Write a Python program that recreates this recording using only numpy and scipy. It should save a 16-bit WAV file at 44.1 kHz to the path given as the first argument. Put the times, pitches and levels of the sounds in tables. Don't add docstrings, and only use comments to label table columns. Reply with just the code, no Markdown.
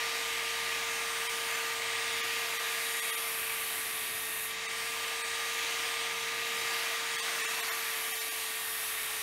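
import sys
import numpy as np
from scipy import signal
from scipy.fft import rfft, irfft, next_fast_len
from scipy.io import wavfile
from scipy.ndimage import uniform_filter1d

SR = 44100
rng = np.random.default_rng(int(sys.argv[2]) if len(sys.argv) > 2 else 0)


def transcribe(signal):
    frames = np.atleast_2d(signal).T
    limited = np.clip(frames, -1, 1)
    pcm = np.round(limited * 32767).astype(np.int16)
    wavfile.write(sys.argv[1], SR, pcm)


def ratio_of_db(decibels):
    return 10 ** (np.asarray(decibels, float) / 20)


N = 406602
SIZE = next_fast_len(N)
HZ = np.maximum(np.arange(SIZE // 2 + 1) * SR / SIZE, 1)

# (time
# [s], speed [turns/s], armature level [dB])
MOTOR_LOAD = [(0, 459.4, -48), (.5, 459.6, -49), (1.35, 459.4, -47.7), (1.7, 458.5, -48.3),
              (2.2, 459.0, -47.7), (2.95, 456.8, -50.2), (3.4, 452.5, -51.5), (3.95, 445.5, -54.2),
              (4.42, 444.3, -54.8), (4.85, 455.2, -51), (5.25, 458.7, -50.6), (5.7, 459.7, -50),
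              (6.6, 459.5, -48), (7.0, 457.6, -49.8), (7.25, 457.6, -50.5), (7.6, 451.9, -51),
              (9.0, 440.5, -56), (9.22, 440.9, -55)]

# (time [s], level [dB])
FAN_LEVEL = [(0, -34.3), (.3, -35), (1.4, -35), (2.1, -34.5), (2.8, -35), (3.3, -37), (3.95, -38),
             (4.45, -39.5), (4.8, -36.3), (5.1, -36.5), (5.8, -34), (6.4, -35.5), (6.7, -34.5), (7.4, -35),
             (7.9, -37), (8.2, -37.5), (8.6, -39), (9.22, -38.5)]
# (frequency [Hz], density [dB per Hz])
FAN_SPECTRUM = [(250, -21), (420, -16.5), (560, -16.5), (800, -12.5), (1050, -6.5), (1400, -6), (1800, -2),
                (2300, -1), (3300, -4.5), (4200, -10.5), (6000, -11), (8000, -15), (11000, -41),
                (16000, -24.5)]
# (middle [s], length [s], gain [dB])
TREBLE_SWELLS = [
    (5.2, 1.4, 1),
    (8.1, 2.4, 2.2),
]

# (multiple of armature speed [ratio], level [dB])
ARMATURE_PARTIALS = [(1, 0), (5, -6), (6, -8), (7, -17), (10, -13), (11, -20), (12, -17), (15, -19)]
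GEAR_PARTIALS = [(2.6125, 0), (3.6125, -6), (4.6125, -3), (5.225, -11), (5.6125, -12)]
TOOTH_PARTIALS = [(4.1667, 0), (3.75, -11), (5.8333, -7), (6.25, -7), (7.9167, -15), (8.3333, -5),
                  (10.4167, -17), (13.3333, -21)]
COMMUTATOR_PARTIALS = [
    (18, 0),
    (17, -9),
    (19, -6),
    (24, -9),
]
PULLEY_PARTIALS = [(.4167, -22), (.5833, -25), (1.09, -22)]
ROLLER_RATIOS = (.2268, .1134)
# (middle [s], length [s], gain [dB])
GEAR_SWELLS = [
    (5.3, 2.3, 2),
]
TOOTH_SWELLS = [(0, .5, 7.5), (.6, .4, 5), (1.5, 0.45, 3.6), (2.3, 1.3, 6), (3, .6, 7), (4.3, 0.85, 6.1),
                (5.4, .4, 6.5), (6.8, 1.6, 6), (7.5, 0.54, 6.2), (8.9, 2.3, 4)]
COMMUTATOR_SWELLS = [(.35, 1.2, 10), (1.1, 0.66, 9.3), (1.93, .5, 11), (2.7, .7, 7), (3.04, .3, 8),
                     (3.65, .5, 7), (4.8, 0.46, 12), (5.28, 0.68, 11), (5.95, 0.36, 13), (7.3, .9, 11),
                     (7.87, .4, 7.4), (8.95, .7, 5)]
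WOBBLE_SWELLS = [(.6, 1.7, 11.4), (2.05, 1.9, 15), (3.3, 1.2, 5), (4.85, 1.4, 11), (6.2, 2.2, 12),
                 (9.1, 1.9, 9.8)]
ROLLER_SWELLS = [(.3, 4.6, 17), (3.5, 1.1, 12), (5.2, 3.8, 14), (8.1, 1.2, 9.8), (9.2, 2, 15)]

# (time [s], grit level [dB])
GRIT_LEVEL = [(0, -50.5), (1.3, -48.3), (1.55, -46), (1.8, -50.5), (2.4, -47), (3, -42.7), (3.4, -38.5),
              (4.1, -41.5), (4.46, -39.5), (4.58, -58), (4.8, -48), (5.7, -48.5), (6.3, -52), (6.8, -44.5),
              (7.05, -48.5), (8.1, -40), (8.6, -40.5), (9.22, -39)]
# (frequency [Hz], density [dB per Hz])
GRIT_BRIGHT_SPECTRUM = [(9500, -23), (10300, -1.5), (11300, 1), (12500, -2), (14000, -7), (16000, -13.5)]
GRIT_DULL_SPECTRUM = [(5000, -33), (7400, -10), (8600, 2.5), (9700, 2.5), (10400, -6.5), (11500, -29.5)]
# (middle [s], length [s], gain of dull hiss [dB])
BLADE_TILTS = [
    (1.3, .6, 2),
    (2.95, 0.58, 3),
    (6.75, 0.82, -2),
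    (8.5, .5, 1),
]
# (time [s], frequency [Hz], level [dB])
STEEL_RING = [
    (2.6, 11500, -70),
    (2.85, 11460, -49),
    (3.3, 11500, -49),
    (3.6, 11200, -51),
    (4.5, 10800, -60),
    (4.56, 11000, -80),
]

# (frequency [Hz], density [dB per Hz])
DRONE_SPECTRUM = [(500, -17), (900, -8.5), (1200, 2), (1500, 3.5), (1900, 1), (2400, -12), (3500, -23.5)]
RUMBLE_SPECTRUM = [(20, -24), (35, -16), (70, -7.5), (150, -5), (250, -1.5), (400, -3.5), (600, -24.5)]
THUD_SPECTRUM = [(20, -20), (40, -4), (70, 4.5), (150, 5), (260, -21)]
# (middle [s], length [s], gain [dB])
DRONE_SWELLS = [(.3, 1.2, 5.8), (1.3, 1.8, 9.7), (2.2, .4, 11), (2.6, 0.31, 12.5), (3.4, 1.4, 9),
                (4.4, 0.36, 6), (6.9, 1.1, 12), (7.4, .6, 17.5), (7.68, 0.82, 16.3), (7.95, 0.41, 14),
                (8.9, 1.3, 8.5)]
RUMBLE_SWELLS = [(.9, 3.3, 4), (2.2, .7, 5.6), (4, 1.5, 7.2), (5.7, .6, 4), (6.5, 1.2, 4.6), (7.5, 2, 4)]
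THUD_SWELLS = [
    (3.45, .7, 8.7),
    (4.2, .8, 9.1),
]
# (frequency [Hz], width [Hz], gain [dB])
RESONANCES = [(691, 130, 7), (2400, 300, 0), (2853, 180, -3), (3880, 460, 3), (3490, 820, -1),
              (5080, 130, -2.5), (4553, 320, 2.5), (10420, 510, -5), (8040, 640, -2), (1510, 440, -3),
              (8180, 150, 5), (6870, 160, 3.5)]

THINNED_MOMENTS = [1.285, 2.223, 2.586, 3.013, 3.119, 3.163, 4.677, 5.231, 7.173, 7.215, 7.429, 7.471,
                   7.620, 7.706, 8.133, 8.197, 8.303]
# (time [s], low edge [Hz], high edge [Hz], level [dB])
SIDE_PATCHES = [(.065, 6200, 7620, -55), (.065, 10250, 11800, -56), (.157, 8200, 9710, -54),
                (.622, 14410, 15900, -62), (1.504, 6800, 8310, -53), (1.551, 5600, 6960, -52),
                (2.294, 14410, 15900, -61), (2.874, 7540, 8950, -52), (5.080, 5600, 6930, -54),
                (6.218, 5600, 7560, -51), (6.404, 8160, 10380, -51), (6.589, 4590, 6290, -53),
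                (6.589, 7490, 9070, -53), (6.613, 5580, 6910, -54), (6.613, 8850, 11020, -54),
                (6.961, 8180, 10360, -53), (7.657, 8160, 10360, -51), (7.657, 13670, 15160, -57),
                (8.215, 5600, 7560, -50), (8.215, 10940, 12450, -46), (8.656, 8850, 10450, -49)]


def curves(table):
    s, *columns = np.transpose(table)
    return [np.interp(np.arange(N) / SR, s, column) for column in columns]


def swells(rest_db, rows):
    t = np.arange(N) / SR
    rises = [db * np.cos(np.pi * np.clip((t - s) / length, -.5, .5)) for s, length, db in rows]
    return rest_db + np.max(rises, axis=0).clip(0) + np.min(rises, axis=0).clip(None, 0)


def walk(rate):
    steps = uniform_filter1d(np.repeat(rng.standard_normal(200), 8), 8)
    smooth = uniform_filter1d(steps, 8)
    return 1.3 * np.interp(np.arange(N) / SR * rate * 8, np.arange(len(steps)), smooth)


def colour(x, shape, shared_db, own_db, own_rate, count):
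    hz, db = np.transpose(shape)
    spectrum = rfft(x, SIZE) * ratio_of_db(np.interp(np.log(HZ), np.log(hz), db, left=-70))
    octave_share = np.log(HZ / hz[0]) / np.log(hz[-1] / hz[0])
    place = np.clip(octave_share, 0, 1) * (count - 1)
    shared = shared_db * walk(7.6)
    out = 0
    for k in range(count):
        band = irfft(spectrum * np.maximum(1 - abs(place - k), 0), SIZE)[:N]
        out = out + band * ratio_of_db(shared + own_db * walk(own_rate))
    return out / np.std(out)


def fan(turns):
    air = rng.standard_normal(N) * (1 + .05 * np.sin(2 * np.pi * turns))
    rush = colour(air, FAN_SPECTRUM, shared_db=.25, own_db=1.25, own_rate=11, count=36)
    treble = irfft(rfft(rush, SIZE) * np.clip(HZ / 600 - 5.8, 0, 1), SIZE)[:N]
    treble_db = swells(-0.56, TREBLE_SWELLS)
    return ratio_of_db(curves(FAN_LEVEL)[0]) * (rush + (ratio_of_db(treble_db) - 1) * treble)


def whine(turns, partials):
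    out = 0
    for multiple, db in partials:
        level = ratio_of_db(db - db / 8 * walk(4)) * np.sqrt(2)
        out = out + level * np.sin(2 * np.pi * (multiple * turns + rng.random()))
    return out


def shaft(turns):
    speed, armature_db = curves(MOTOR_LOAD)
    out = ratio_of_db(armature_db) * (whine(turns, ARMATURE_PARTIALS) + whine(turns, PULLEY_PARTIALS))
    slip_db = .2 * (459.5 - speed)
    return out + ratio_of_db(armature_db - slip_db) * whine(turns, [(2, -7)])


def gears(turns):
    weaker_db = curves(MOTOR_LOAD)[1] + 48.5
    return ratio_of_db(swells(-47, GEAR_SWELLS) + 1.09 * weaker_db) * whine(turns, GEAR_PARTIALS)


def toothed_belt(turns):
    return ratio_of_db(swells(-53, TOOTH_SWELLS)) * whine(turns, TOOTH_PARTIALS)


def commutator(turns):
    return ratio_of_db(swells(-63, COMMUTATOR_SWELLS)) * whine(turns, COMMUTATOR_PARTIALS)


def rollers(turns):
    wobble = ratio_of_db(swells(-80.5, WOBBLE_SWELLS)) * whine(turns, [(ROLLER_RATIOS[0], 0)])
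    hum = ratio_of_db(swells(-84.5, ROLLER_SWELLS)) * whine(turns, [(ROLLER_RATIOS[1], 0)])
    return wobble + hum


def grit():
    level_db = curves(GRIT_LEVEL)[0]
    firmness_db = level_db + 51
    dull_db = swells(1.5, BLADE_TILTS) - 0.56 * firmness_db
    grains = rng.standard_normal(N) * ratio_of_db(1.1 * rng.exponential(size=N))
    bright = colour(grains, GRIT_BRIGHT_SPECTRUM, shared_db=.6, own_db=1.7, own_rate=6, count=14)
    dull = colour(grains, GRIT_DULL_SPECTRUM, shared_db=.5, own_db=1.7, own_rate=6, count=16)
    return ratio_of_db(level_db) * (bright + ratio_of_db(dull_db) * dull)


def steel_ring():
    hz, db = curves(STEEL_RING)
    a, b = uniform_filter1d(rng.standard_normal((2, N)), size=130)
    angle = 2 * np.pi * np.cumsum(hz) / SR
    mode = a * np.cos(angle) + b * np.sin(angle)
    return ratio_of_db(db) * mode / np.std(mode)


def drone():
    noise = colour(rng.standard_normal(N), DRONE_SPECTRUM, shared_db=.5, own_db=1.5, own_rate=6, count=8)
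    return ratio_of_db(swells(-56.5, DRONE_SWELLS)) * noise


def rumble():
    noise = colour(rng.standard_normal(N), RUMBLE_SPECTRUM, shared_db=.3, own_db=1, own_rate=3, count=4)
    return ratio_of_db(swells(-65, RUMBLE_SWELLS)) * noise


def thud():
    noise = colour(rng.standard_normal(N), THUD_SPECTRUM, shared_db=.5, own_db=1, own_rate=3, count=2)
    return ratio_of_db(swells(-73.5, THUD_SWELLS)) * noise


def housing(noise):
    shape_db = sum(db / (1 + (2 * (HZ - hz) / width) ** 2) for hz, width, db in RESONANCES)
    return irfft(rfft(noise, SIZE) * ratio_of_db(shape_db), SIZE)[:N]


def scene():
    turns = np.cumsum(curves(MOTOR_LOAD)[0]) / SR
    noise = fan(turns) + grit() + steel_ring() + drone() + rumble() + thud()
    drive = shaft(turns) + gears(turns) + toothed_belt(turns) + commutator(turns) + rollers(turns)
    return np.tile(housing(noise) + drive, (2, 1))


def thin_moments(x):
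    hop, top_hz = 941, 15000
    n, k = np.arange(2 * hop), np.arange(int(top_hz / SR * 2 * hop))
    window = np.sin(np.pi * (n + .5) / len(n))
    basis = window * np.cos(np.pi / hop * np.outer(k + .5, n + .5 + hop / 2))
    out = x.copy()
    for s in THINNED_MOMENTS:
        at = n + int(s * SR) - hop
        lines = basis @ x[at] * 2 / hop
        nearby = np.sqrt(uniform_filter1d(lines ** 2, size=60)) / np.std(lines)
        band_db = 6.2 + 1.2 * np.repeat(rng.standard_normal(len(k) // 32), 32)
        step = 2 * ratio_of_db(band_db) * np.std(lines) * nearby ** .65
        out[at] += (step * np.round(lines / step) - lines) @ basis
    return out


def side_patches():
    size, hop, offset = 2048, 1024, 802
    out, n = np.zeros(N), np.arange(size)
    hz = n[:hop + 1] * SR / size
    window = signal.windows.kaiser_bessel_derived(size, 4 * np.pi)
    for s, low_hz, high_hz, db in SIDE_PATCHES:
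        band = (hz > low_hz) & (hz < high_hz)
        burst = irfft(rfft(rng.standard_normal(size)) * band)
        start = offset + hop * round((s * SR - offset) / hop - 1)
        out[n + start] += ratio_of_db(db) * burst / np.std(burst) * window
    return out


def band_limit(x):
    return signal.sosfilt(signal.butter(12, 16640, fs=SR, output="sos"), x)


def record(dry):
    below_top = HZ < 15740
    mid = irfft(rfft(thin_moments(dry[0]), SIZE) * below_top, SIZE)[:N]
    side = irfft(rfft(side_patches(), SIZE) * below_top, SIZE)[:N]
    return band_limit(np.array([mid + side, mid - side]))


dry = scene()
out = record(dry)
transcribe(out)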